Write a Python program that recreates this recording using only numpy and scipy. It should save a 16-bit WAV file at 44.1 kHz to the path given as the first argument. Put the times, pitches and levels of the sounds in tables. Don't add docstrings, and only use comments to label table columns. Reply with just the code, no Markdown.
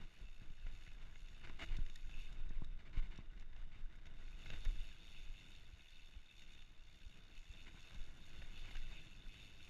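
import sys
import numpy as np
from scipy import signal
from scipy.fft import rfft, irfft, next_fast_len
from scipy.io import wavfile
from scipy.ndimage import uniform_filter1d, map_coordinates

SR = 44100
rng = np.random.default_rng(int(sys.argv[2]) if len(sys.argv) > 2 else 0)


def store_pcm(level_fs):
    pcm = np.round(np.clip(level_fs, -1, 1) * 32767).astype(np.int16)
    wavfile.write(sys.argv[1], SR, np.atleast_2d(pcm).T)


N = 427329
TIME = np.arange(N) / SR

# time in seconds, teeth per second.
CHAIN_SPEED = [(0.1, 89), (0.47, 45), (0.64, 81), (0.83, 80), (1.02, 54), (1.17, 80), (1.42, 57), (1.9, 88),
               (2.25, 107), (4.2, 82), (4.45, 108), (4.9, 105), (5.25, 105), (5.55, 88), (6.2, 74.5),
               (7.22, 63), (7.38, 77), (7.7, 98), (7.95, 81), (8.4, 110), (8.85, 119), (9.06, 93),
               (9.3, 104), (9.6, 99)]
# frequency in Hz, gain in dB.
CHAINRING_COLOUR = [(1200, -24.5), (2100, 5.5), (2450, 13.5), (2640, 12), (2900, 11), (3200, 8.5),
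                    (3600, 2), (5000, -28)]
SPROCKET_COLOUR = [(2400, -34), (3250, 8), (3560, 17.5), (3750, 11), (4000, -11.5), (4350, 7), (5000, -23),
                   (8000, -36.5)]
# centre in Hz, half width in Hz, lift in dB.
CHAINRING_MODES = [(2578, 31, 5.4), (2622, 42, 8.9), (3030, 66, 1.6)]
# time in seconds, airflow and rumble change in dB.
LULLS = [(.11, -20.5, -4), (.33, -12, -1), (.57, -3, -3), (.95, 3, -1.5), (1.2, 1, -1.5), (1.94, -8, -7),
         (2.21, -1, 1.5), (2.77, 3.5, -2), (3.58, 7, -6), (3.92, 0.5, -1.5), (4.1, 1, 3.5), (5.03, -8, 1.5),
         (5.46, -6, 3), (5.88, -7, -4.5), (6.06, -2, -2.5), (6.279, -13, -4), (6.39, -1, 0), (6.7, -2, -1),
         (6.84, 3.5, -4), (7.41, -2.5, -4), (7.85, -2, -2.5), (8.23, -4.5, 1), (9.14, 0, -1.5)]
LULL_S = .06


def chain(seat_s=.0026, settle_s=.0036, scatter_db=1.98, db_per_octave=4.5, detune=.026, drift=.018):
    # start and end in seconds, chain gain in dB, extra sprocket gain in dB.
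    spells = [(0.028, 2.33, -2.5, -5.5), (4.18, 9.9, -1.8, 0.46)]
    # start and length in seconds, rise in dB.
    strokes = [(0.11, 0.34, 4.5), (0.448, 0.1, 7.5), (0.708, 0.26, 6.5), (1.17, 0.27, 6.5),
               (1.592, 0.1, 15.5), (1.903, .1, 3.5), (2.116, 0.16, 8.5), (4.41, 0.21, 5), (4.6, 0.39, 5),
               (5.046, 0.2, 6), (5.354, 0.21, 7), (5.58, 0.079, 4.5), (5.82, 0.31, 5.5), (6.3, 0.33, 7),
               (6.866, 0.3, 6.5), (7.325, 0.35, 6), (7.76, 0.31, 7), (8.232, 0.2, 4.5), (8.534, 0.29, 7),
               (8.899, 0.25, 7), (9.25, .26, 7.5), (9.585, 0.15, 8)]
    # frequency in Hz, gain in dB.
    link_colour = [(300, -14.5), (800, 7), (1500, -10), (2200, 16), (3600, 8.5), (4400, 15), (5300, 4.5),
                   (7000, 11), (7800, -2.5), (11000, -4), (13000, -6), (14500, -35)]
    # centre in Hz, half width in Hz, lift in dB.
    link_modes = [(4250, 93, 4.5), (5385, 127, 9.5), (5850, 88, 7.5), (6120, 81, -9.5), (6600, 150, 4.5),
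                  (8680, 360, 5), (10700, 150, 8.5), (11480, 130, 8.5), (12300, 150, -2.5), (12500, 140, 5)]
    # pitch in Hz, base level in dB.
    cog_notes = [(2620, -96.5), (2880, -89.5), (3560, -91), (3720, -94.5)]
    teeth_per_s, = follow(CHAIN_SPEED)
    teeth = np.cumsum(teeth_per_s) / SR + .0277 * walk(60)
    tooth = teeth.astype(int)
    age_s = teeth % 1 / teeth_per_s
    seating = unit((1 - np.exp(-(age_s / seat_s) ** 2)) * np.exp(-age_s / settle_s))
    running_db = db_per_octave * np.log2(teeth_per_s / 70) + .5 * walk(25)
    push_db = sum(db * held(start_s, start_s + length_s, ramp_s=.09) for start_s, length_s, db in strokes)
    chain_load, sprocket_load = 0, 0
    for start_s, end_s, db, sprocket_db in spells:
        engaged = held(start_s, end_s, ramp_s=.15)
        chain_load += engaged * amp(db)
        sprocket_load += engaged * amp(db + sprocket_db)

    def part(spectrum, modes, load, slide_db, slack_db, push_share, lag_s):
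        strength = amp(scatter_db * rng.standard_normal(N // 100))[tooth]
        chatter = unit(np.hypot(strength * seating, amp(slide_db)) * rng.standard_normal(N))
        drive = load * amp(slack_db + push_share * push_db + running_db)
        return waver(colour(chatter * drive, spectrum, modes), lag_s)

    out = part(link_colour, link_modes, chain_load, slide_db=-3, slack_db=-84, push_share=.66, lag_s=0)
    out += part(CHAINRING_COLOUR, CHAINRING_MODES, chain_load,
                slide_db=-15, slack_db=-78, push_share=.83, lag_s=.0011)
    out += part(SPROCKET_COLOUR, (), sprocket_load,
                slide_db=-15, slack_db=-79.5, push_share=.68, lag_s=.0006)
    for hz, db in cog_notes:
        offset, phase_turns = rng.standard_normal((N // 100, 2))[tooth].T
        tooth_hz = hz * (1 + detune * offset + drift * walk(15))
        note = np.sqrt(2) * np.sin(2 * np.pi * (tooth_hz * age_s + phase_turns))
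        out += note * seating * chain_load * amp(db + push_db + running_db)
    return sway(out, depth_db=1.55, rate_hz=34)


def tooth_pings():
    # start in seconds, level in dB, pitch in Hz.
    pings = [(4.437, -58, 3620), (4.469, -58, 3620), (4.975, -60, 2700), (5.117, -60, 3550),
             (5.129, -59, 2646), (5.148, -55, 2740), (5.177, -61, 2700), (5.186, -58, 3627),
             (5.389, -67, 3580), (5.470, -62, 3599), (5.794, -57, 2700), (5.859, -60, 2840),
             (5.886, -61, 3569), (5.925, -65, 3621), (5.990, -62, 2860), (6.261, -61, 3660),
             (6.291, -60, 3660), (6.389, -66, 3610), (6.419, -59, 2810), (6.537, -61, 3603),
             (6.554, -62, 3700), (7.318, -65, 3648), (7.369, -70, 3640), (7.955, -58, 2626),
             (8.012, -62, 3633), (8.239, -60, 3660), (8.419, -54, 2707), (8.922, -57, 3670),
             (8.983, -58, 3572), (9.221, -58, 3607), (9.409, -61, 2665), (9.409, -56, 3656)]
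    out = np.zeros(N)
    for start_s, db, hz in pings:
        add(out, start_s, amp(db) * ring(hz, decay_s=.0025))
    return out


def chain_rub(start_s=2.13, end_s=2.27, hz=2631.5, jitter=.0102, level_db=-69.5, flutter_db=2):
    teeth_per_s, = follow(CHAIN_SPEED)
    chop = abs(np.sin(np.pi * np.cumsum(teeth_per_s) / SR))
    phase = 2 * np.pi * np.cumsum(hz * (1 + jitter * walk(250))) / SR
    gain = held(start_s, end_s, ramp_s=.09) * amp(level_db + flutter_db * walk(100))
    return gain * chop * np.sin(phase)


def loose_chain(swing_s=.035, sprocket_db=-3.5):
    # time in seconds, level in dB.
    swings = [(1.39, -75), (2.2, -71), (2.41, -75.5), (2.52, -78), (2.73, -79), (2.99, -82), (3.17, -74),
              (3.765, -76.5), (4.51, -69), (5.16, -69), (8.97, -66.5), (9.4, -70)]
    brush = rng.standard_normal(N) * swells([(s, amp(db)) for s, db in swings], swing_s, swing_s)
    chainring = colour(brush, CHAINRING_COLOUR, CHAINRING_MODES)
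    return chainring + amp(sprocket_db) * colour(brush, SPROCKET_COLOUR)


def tyres(uneven_db=1.26, jerk_db=1.8):
    # time in seconds, crunch in dB, rumble in dB.
    trail = [(0.0, -75.5, -69), (0.36, -78.5, -73.5), (0.9, -74.5, -72.5), (1.25, -76, -73),
             (1.72, -71, -63.5), (1.97, -75.5, -67.5), (2.2, -72, -69), (2.8, -75, -66), (3.12, -73, -67),
             (3.35, -77, -70.5), (4.25, -75, -71), (4.55, -69, -61), (4.88, -74, -70), (6.3, -77.5, -73.5),
             (7.15, -77.5, -72), (8.75, -70.5, -66.5), (9.12, -76, -68), (9.69, -74, -69)]
    # time in seconds, rise in dB.
    patches = [(.02, 8), (.21, 4.5), (.43, 5), (.7, 3), (.88, 0.5), (1.03, 4.5), (1.49, 2), (1.78, 1.5),
               (3.41, 1), (3.6, 5), (3.79, 3), (4.2, 4), (4.53, 2), (5.7, 1.5), (6.53, 1.5), (7.2, 4),
               (7.92, 4.5), (8.36, 1), (8.97, 3.5)]
    # start and length in seconds, level in dB.
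    slips = [(0.208, 0.037, -78), (0.663, 0.028, -71.5), (0.993, 0.037, -72), (1.433, 0.033, -63),
             (1.475, .034, -65), (1.591, 0.0093, -54), (1.596, 0.059, -56), (1.608, 0.038, -63.5),
             (1.701, 0.069, -63.5), (2.54, 0.051, -72.5), (2.785, 0.032, -69.5), (2.85, 0.038, -68.5),
             (2.925, 0.049, -64.5), (2.967, 0.036, -61), (3.018, 0.049, -68), (3.103, 0.064, -68),
             (3.177, .045, -74), (3.709, 0.065, -70.5), (7.656, 0.038, -63), (7.746, 0.052, -68),
             (8.637, 0.07, -66.5), (8.904, 0.055, -68)]
    # frequency in Hz, gain in dB.
    dirt_colour = [(200, -4.5), (450, 8), (1000, 9), (1600, 10.5), (2400, 7.5), (3600, 5.5), (4500, -2),
                   (7000, -7), (8000, -13.5), (13000, -21)]
    scuff_colour = [(120, 19), (310, 10.5), (480, 4), (660, 2), (900, 8), (1800, 8), (2280, 13.5),
                    (2600, 5), (3000, 7), (3700, -1), (4300, 1.5), (5000, -8.5), (7000, -10.5),
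                    (13000, -44)]
    rumble_colour = [(30, 10.5), (70, 25.5), (110, 22.5), (170, 20), (240, 13.5), (320, 13), (450, 5),
                     (800, -10.5), (2000, -16.5), (6000, -60.5)]
    # centre in Hz, half width in Hz, lift in dB.
    wheel_modes = [(542, 52, -15.5), (650, 59, 4.5), (1360, 280, -1.5), (2345, 75, 2.5), (2940, 210, 1.5)]
    crunch_db, rumble_db = follow(trail)
    load_db = uneven_db * walk(45) + swells(patches, rise_s=.035, fall_s=.045)
    lull_db = swells([(s, db) for s, _, db in LULLS], LULL_S, LULL_S)
    slip = np.zeros(N)
    for start_s, length_s, db in slips:
        add(slip, start_s, amp(db) * signal.windows.tukey(int(length_s * SR), .35))
    crunch = (grit(per_s=5000, spread_db=2.5) + pebbles()) * amp(crunch_db + load_db)
    scuff = grit(per_s=5000, spread_db=.5) * slip * amp(jerk_db * walk(250))
    rumble = rng.standard_normal(N) * amp(rumble_db + load_db + lull_db)
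    return colour(crunch, dirt_colour) + colour(scuff, scuff_colour, wheel_modes) + colour(rumble, rumble_colour)


def grit(per_s, spread_db):
    strength = amp(spread_db * np.minimum(rng.exponential(size=N), 2 * np.pi))
    return unit((rng.random(N) < per_s / SR) * strength * rng.choice([-1, 1], N))


def pebbles(per_s=40, relative_db=-6.5, spread_db=8, centre_hz=2084, spread_octaves=.52, slot_s=.005):
    out = np.zeros(N)
    for slot, (chance, size, pitch) in enumerate(rng.random((int(N / SR / slot_s), 3))):
        if chance < per_s * slot_s:
            hz = centre_hz * 2 ** (spread_octaves * (2 * pitch - 1))
            db = relative_db + spread_db * (2 * size - 1)
            add(out, slot * slot_s, amp(db) * ring(hz, decay_s=.0047))
    return out


def clacks(ring_db=-11.5, ring_s=.0035):
    # start in seconds, level in dB, decay scale in seconds, tilt in dB, ring in Hz.
    hits = [(0.286, -56, 0.0025, -1, 2800), (0.666, -55, 0.0044, -8, 2080), (0.865, -58, 0.003, -13, 2090),
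            (0.876, -59, 0.0033, -13, 2510), (1.157, -58.5, 0.0033, -20, 2180),
            (1.284, -57, .004, 12, 2843), (1.4725, -49.5, 0.0026, -13, 1900),
            (1.495, -59, 0.0056, -18, 1910), (1.6256, -43, 0.0026, -1, 2340),
            (1.636, -53, 0.0028, -9, 2176), (1.818, -61, 0.0026, 0, 2300), (1.863, -55.5, 0.0035, 14, 1380),
            (1.898, -54, 0.0028, 16, 2970), (2.094, -56.5, 0.0036, -13, 1650),
            (2.1405, -59, .003, -10, 1820), (3.3755, -60, 0.004, -10, 2120), (3.41, -58, 0.0023, 9, 3600),
            (3.424, -59, 0.0037, -9, 1700), (3.5307, -61.5, 0.0043, -13, 1750),
            (3.563, -54.5, .003, -8, 2220), (3.899, -65, .004, 0, 2720), (3.924, -64, 0.0036, -7, 1470),
            (3.987, -65, .004, -3, 1630), (4.056, -56, 0.0042, 7, 2220), (4.068, -57.5, 0.0068, -4, 2650),
            (4.28, -57, 0.0027, -8, 1676), (4.4595, -47.5, 0.0038, -6, 2153),
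            (4.502, -40.5, 0.0029, 1, 2760), (4.5343, -45, 0.0043, -2, 2180),
            (4.651, -51.5, 0.01, -10, 2250), (6.262, -70, 0.0017, 7, 3500), (6.4177, -65, 0.014, 21, 2680),
            (6.6223, -56.5, 0.0029, 13, 3560), (6.871, -61, 0.0028, 12, 2810),
            (7.907, -53, 0.0047, 1, 1500), (8.0924, -67, 0.0032, 7, 3640),
            (8.4185, -54.5, 0.0074, -10, 1703), (8.71, -49.5, 0.003, -7, 2146),
            (8.754, -48, 0.0045, 3, 1590), (8.768, -51.5, 0.0045, 17, 2740)]
    # frequency in Hz, gain in dB.
    clack_colour = [(200, -5), (700, -1.5), (1200, -3.5), (1800, 4.5), (2600, 2), (3600, -1), (4600, -10.5),
                    (6800, -10.5), (8000, -31.5), (14000, -33)]
    out = np.zeros(N)
    for start_s, db, decay_s, tilt_db, hz in hits:
        blow = tilt(rattle(decay_s, crack_db=11), tilt_db, pivot_hz=2600)
        add(out, start_s, amp(db) * (blow + amp(ring_db) * ring(hz, ring_s)))
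    return colour(out, clack_colour)


def gear_clicks(ring_db=-9.5):
    # start in seconds, level in dB, decay scale in seconds, tilt in dB, ring in Hz,
    # ring decay in seconds.
    hits = [(1.7662, -59, 0.0057, -6, 3650, 0.0027), (1.957, -54.5, 0.0033, 13, 1870, 0.0058),
            (2.326, -64.5, 0.0056, -7, 3700, 0.0064), (2.4917, -67.5, 0.0034, -6, 6600, .003),
            (2.6454, -60, 0.0014, -9, 3810, 0.0044), (3.159, -69, .003, -8, 6900, .005),
            (3.176, -62, 0.0025, -7, 5760, 0.0055), (3.397, -64, 0.0021, -2, 6840, 0.0027),
            (3.957, -74, 0.0044, 9, 6750, .004), (4.066, -66.5, 0.0027, -7, 6500, .003),
            (4.6495, -53, 0.0021, 10, 6410, 0.0028)]
    # frequency in Hz, gain in dB.
    click_colour = [(500, -17), (1800, 5), (2600, 0), (4000, 8), (5100, -1.5), (6800, 4), (8000, -7.5),
                    (11000, -9.5), (14500, -26)]
    # centre in Hz, half width in Hz, lift in dB.
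    gear_modes = [(1760, 170, 6.1), (3560, 230, 3.3), (5400, 180, 9.6), (6800, 130, 1.6), (8740, 150, 2),
                  (10700, 430, 1.8)]
    out = np.zeros(N)
    for start_s, db, decay_s, tilt_db, hz, ring_s in hits:
        blow = tilt(rattle(decay_s, crack_db=6), tilt_db, pivot_hz=7000)
        add(out, start_s, amp(db) * (blow + amp(ring_db) * ring(hz, ring_s)))
    return colour(out, click_colour, gear_modes)


def rattle(decay_s, crack_db, rise_s=.0006):
    t = TIME[:SR // 10]
    envelope = (1 - np.exp(-t / rise_s)) * np.exp(-(t / (1.22 * decay_s)) ** 2)
    blow = envelope * rng.standard_normal(len(t))
    blow[0] = amp(crack_db)
    return blow


def thuds(rise_share=.3, shudder_db=-21.5, shudder_s=.0068):
    # start in seconds, level in dB, contact time in seconds.
    bumps = [(0.21, -64, 0.0051), (0.418, -58, 0.0021), (0.503, -60.5, 0.0025), (0.664, -58.5, 0.0017),
             (0.732, -62, 0.002), (0.875, -61.5, 0.0028), (1.308, -73, 0.0055), (1.498, -46.5, 0.00051),
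             (1.712, -59, 0.0029), (1.787, -49.5, 0.0024), (2.15, -62, 0.0018), (2.411, -66, 0.00086),
             (2.507, -51.5, 0.00096), (2.62, -44.5, 0.00093), (2.972, -49.5, 0.0039),
             (3.188, -47.5, 0.00088), (3.975, -68, 0.0037), (4.503, -59, 0.0019), (4.533, -63, 0.0011),
             (4.662, -56, .008), (5.298, -67, 0.0054), (7.744, -56, 0.00092), (7.948, -59.5, 0.0019),
             (8.391, -59, 0.0042)]
    # frequency in Hz, gain in dB.
    thud_colour = [(30, 14.5), (90, 24.5), (160, 20), (330, 10.5), (600, -1), (1100, 15), (2500, -34),
                   (6000, -44)]
    force, t = np.zeros(N), TIME[:SR // 10]
    for start_s, db, contact_s in bumps:
        cushion = 1 - np.exp(-t / (rise_share * contact_s))
        push = np.exp(-t / contact_s) * (1 + rise_share - t / contact_s)
        shudder = amp(shudder_db) * np.exp(-t / shudder_s) * rng.standard_normal(len(t))
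        add(force, start_s, amp(db) * cushion * (push + shudder))
    return colour(force, thud_colour)


def wind():
    # time in seconds, level in dB.
    airflow = [(0.0, -48.5), (1.1, -53.5), (2.15, -47), (2.65, -45), (2.83, -56), (3.15, -50), (3.65, -54),
               (4.6, -49), (5.05, -56.5), (6.3, -58.5), (7.3, -61), (7.75, -59), (8.5, -50), (9.12, -62.5),
               (9.69, -56.5)]
    # time in seconds, rise in dB.
    gusts = [(0.0, 8.5), (.26, 2), (.65, 4.5), (1.42, 1), (1.74, 12), (2.1, 2), (2.99, 12.5), (3.84, 1),
             (4.74, 8), (5.24, 5.5), (5.61, 0), (6.53, 4.5), (7.38, 10), (7.98, 12.5), (8.77, 9.5),
             (8.92, 9)]
    # centre in seconds, peak in dB, half width in seconds.
    eddies = [(0.679, -41, 0.014), (1.726, -31.5, 0.013), (1.79, -29, 0.013), (2.983, -29.5, 0.011),
              (3.848, -33, 0.015), (4.682, -28, 0.011), (4.8, -36, 0.013), (5.289, -41, 0.016),
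              (5.739, -46, 0.004), (6.172, -45.5, 0.0051), (7.07, -47, 0.0048), (7.503, -45.5, 0.0042),
              (9.278, -40.5, 0.011)]
    # frequency in Hz, gain in dB.
    wind_colour = [(5, 20.5), (14, 38), (24, 30.5), (35, 23.5), (50, 16), (80, 5), (150, -3), (400, -34),
                   (2000, -57.5)]
    flow_db, = follow(airflow)
    gust_db = swells(gusts, rise_s=.05, fall_s=.08)
    lull_db = swells([(s, db) for s, db, _ in LULLS], LULL_S, LULL_S)
    air = colour(rng.standard_normal(N) * amp(flow_db + gust_db + lull_db), wind_colour)
    t = np.arange(-SR // 10, SR // 10) / SR
    for centre_s, peak_db, half_width_s in eddies:
        square = (t / half_width_s) ** 2
        add(air, centre_s + t[0], -amp(peak_db) * (1 - square) * np.exp(-square / 2))
    return air


def sway(x, depth_db, rate_hz, count=10):
    size = next_fast_len(N, real=True)
    spectrum = rfft(x.astype(np.float32), size)
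    place = np.sqrt(np.linspace(0, 1, len(spectrum), dtype=np.float32)) * (count - 1)
    bands = (irfft(spectrum * np.maximum(1 - abs(place - k), 0), size)[:N] for k in range(count))
    return sum(band * amp(depth_db * walk(rate_hz)) for band in bands)


def waver(x, lag_s, rate_hz=14):
    return map_coordinates(x, [(TIME + lag_s * walk(rate_hz)) * SR], mode="nearest")


def ring(hz, decay_s):
    t = TIME[:SR // 10]
    return np.sin(2 * np.pi * hz * t) * np.exp(-t / decay_s)


def tilt(x, db, pivot_hz):
    low = signal.lfilter(*signal.butter(1, pivot_hz, fs=SR), x)
    return low * amp(-db / 2) + (x - low) * amp(db / 2)


def colour(x, spectrum=((1000, 0),), modes=(), size=16384):
    bin_hz = np.maximum(np.arange(size // 2 + 1) * SR / size, 1)
    hz, db = np.transpose(spectrum)
    db = np.interp(np.log(bin_hz), np.log(hz), db)
    for centre_hz, half_width_hz, lift_db in modes:
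        db += lift_db * np.exp(-((bin_hz - centre_hz) / half_width_hz) ** 2)
    cepstrum = irfft(np.log(amp(db)))
    cepstrum[1:size // 2] *= 2
    cepstrum[size // 2 + 1:] = 0
    return signal.oaconvolve(x, irfft(np.exp(rfft(cepstrum))))[:N]


def swells(events, rise_s, fall_s):
    t = TIME[::100]
    humps = (height * np.exp(-((t - s) / np.where(t < s, rise_s, fall_s)) ** 2) for s, height in events)
    return np.interp(TIME, t, sum(humps))


def held(start_s, end_s, ramp_s):
    return np.clip(np.minimum(TIME - start_s, end_s - TIME) / ramp_s + .5, 0, 1)


def walk(rate_hz):
    levels = rng.standard_normal(N // 20)
    joined = np.interp(TIME * rate_hz, np.arange(len(levels)), levels)
    return unit(uniform_filter1d(joined, int(SR / rate_hz / 2)))


def follow(table):
    times_s, *columns = np.transpose(table)
    return [np.interp(TIME, times_s, column) for column in columns]


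def add(track, start_s, sound):
    i = max(int(start_s * SR), 0)
    track[i:i + len(sound)] += sound[:N - i]


def amp(db):
    return np.exp(np.asarray(db) * (np.log(10) / 20))


def unit(x):
    return x / np.sqrt(np.mean(x ** 2))


def scene():
    drivetrain = chain() + tooth_pings() + chain_rub() + loose_chain()
    return (drivetrain + tyres() + clacks() + gear_clicks() + thuds() + wind())[None]


def record(dry, cutoff_hz=14200):
    # centre in Hz, half width in Hz, lift in dB.
    housing_modes = [(330, 12, 2.5), (665, 45, 3.5), (1129, 16, -6.5), (1479, 92, 5), (1705, 39, 2.5),
                     (2092, 130, 3.5), (2200, 22, 2), (2667, 33, 4.5), (2877, 120, 5), (3295, 220, -3.5),
                     (3615, 226, 7), (4075, 62, -7), (6620, 130, 2.5)]
    boxed = colour(dry[0], modes=housing_modes)
    return signal.sosfilt(signal.ellip(8, .2, 70, cutoff_hz, fs=SR, output="sos"), boxed)[None]


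dry = scene()
out = record(dry)
store_pcm(out)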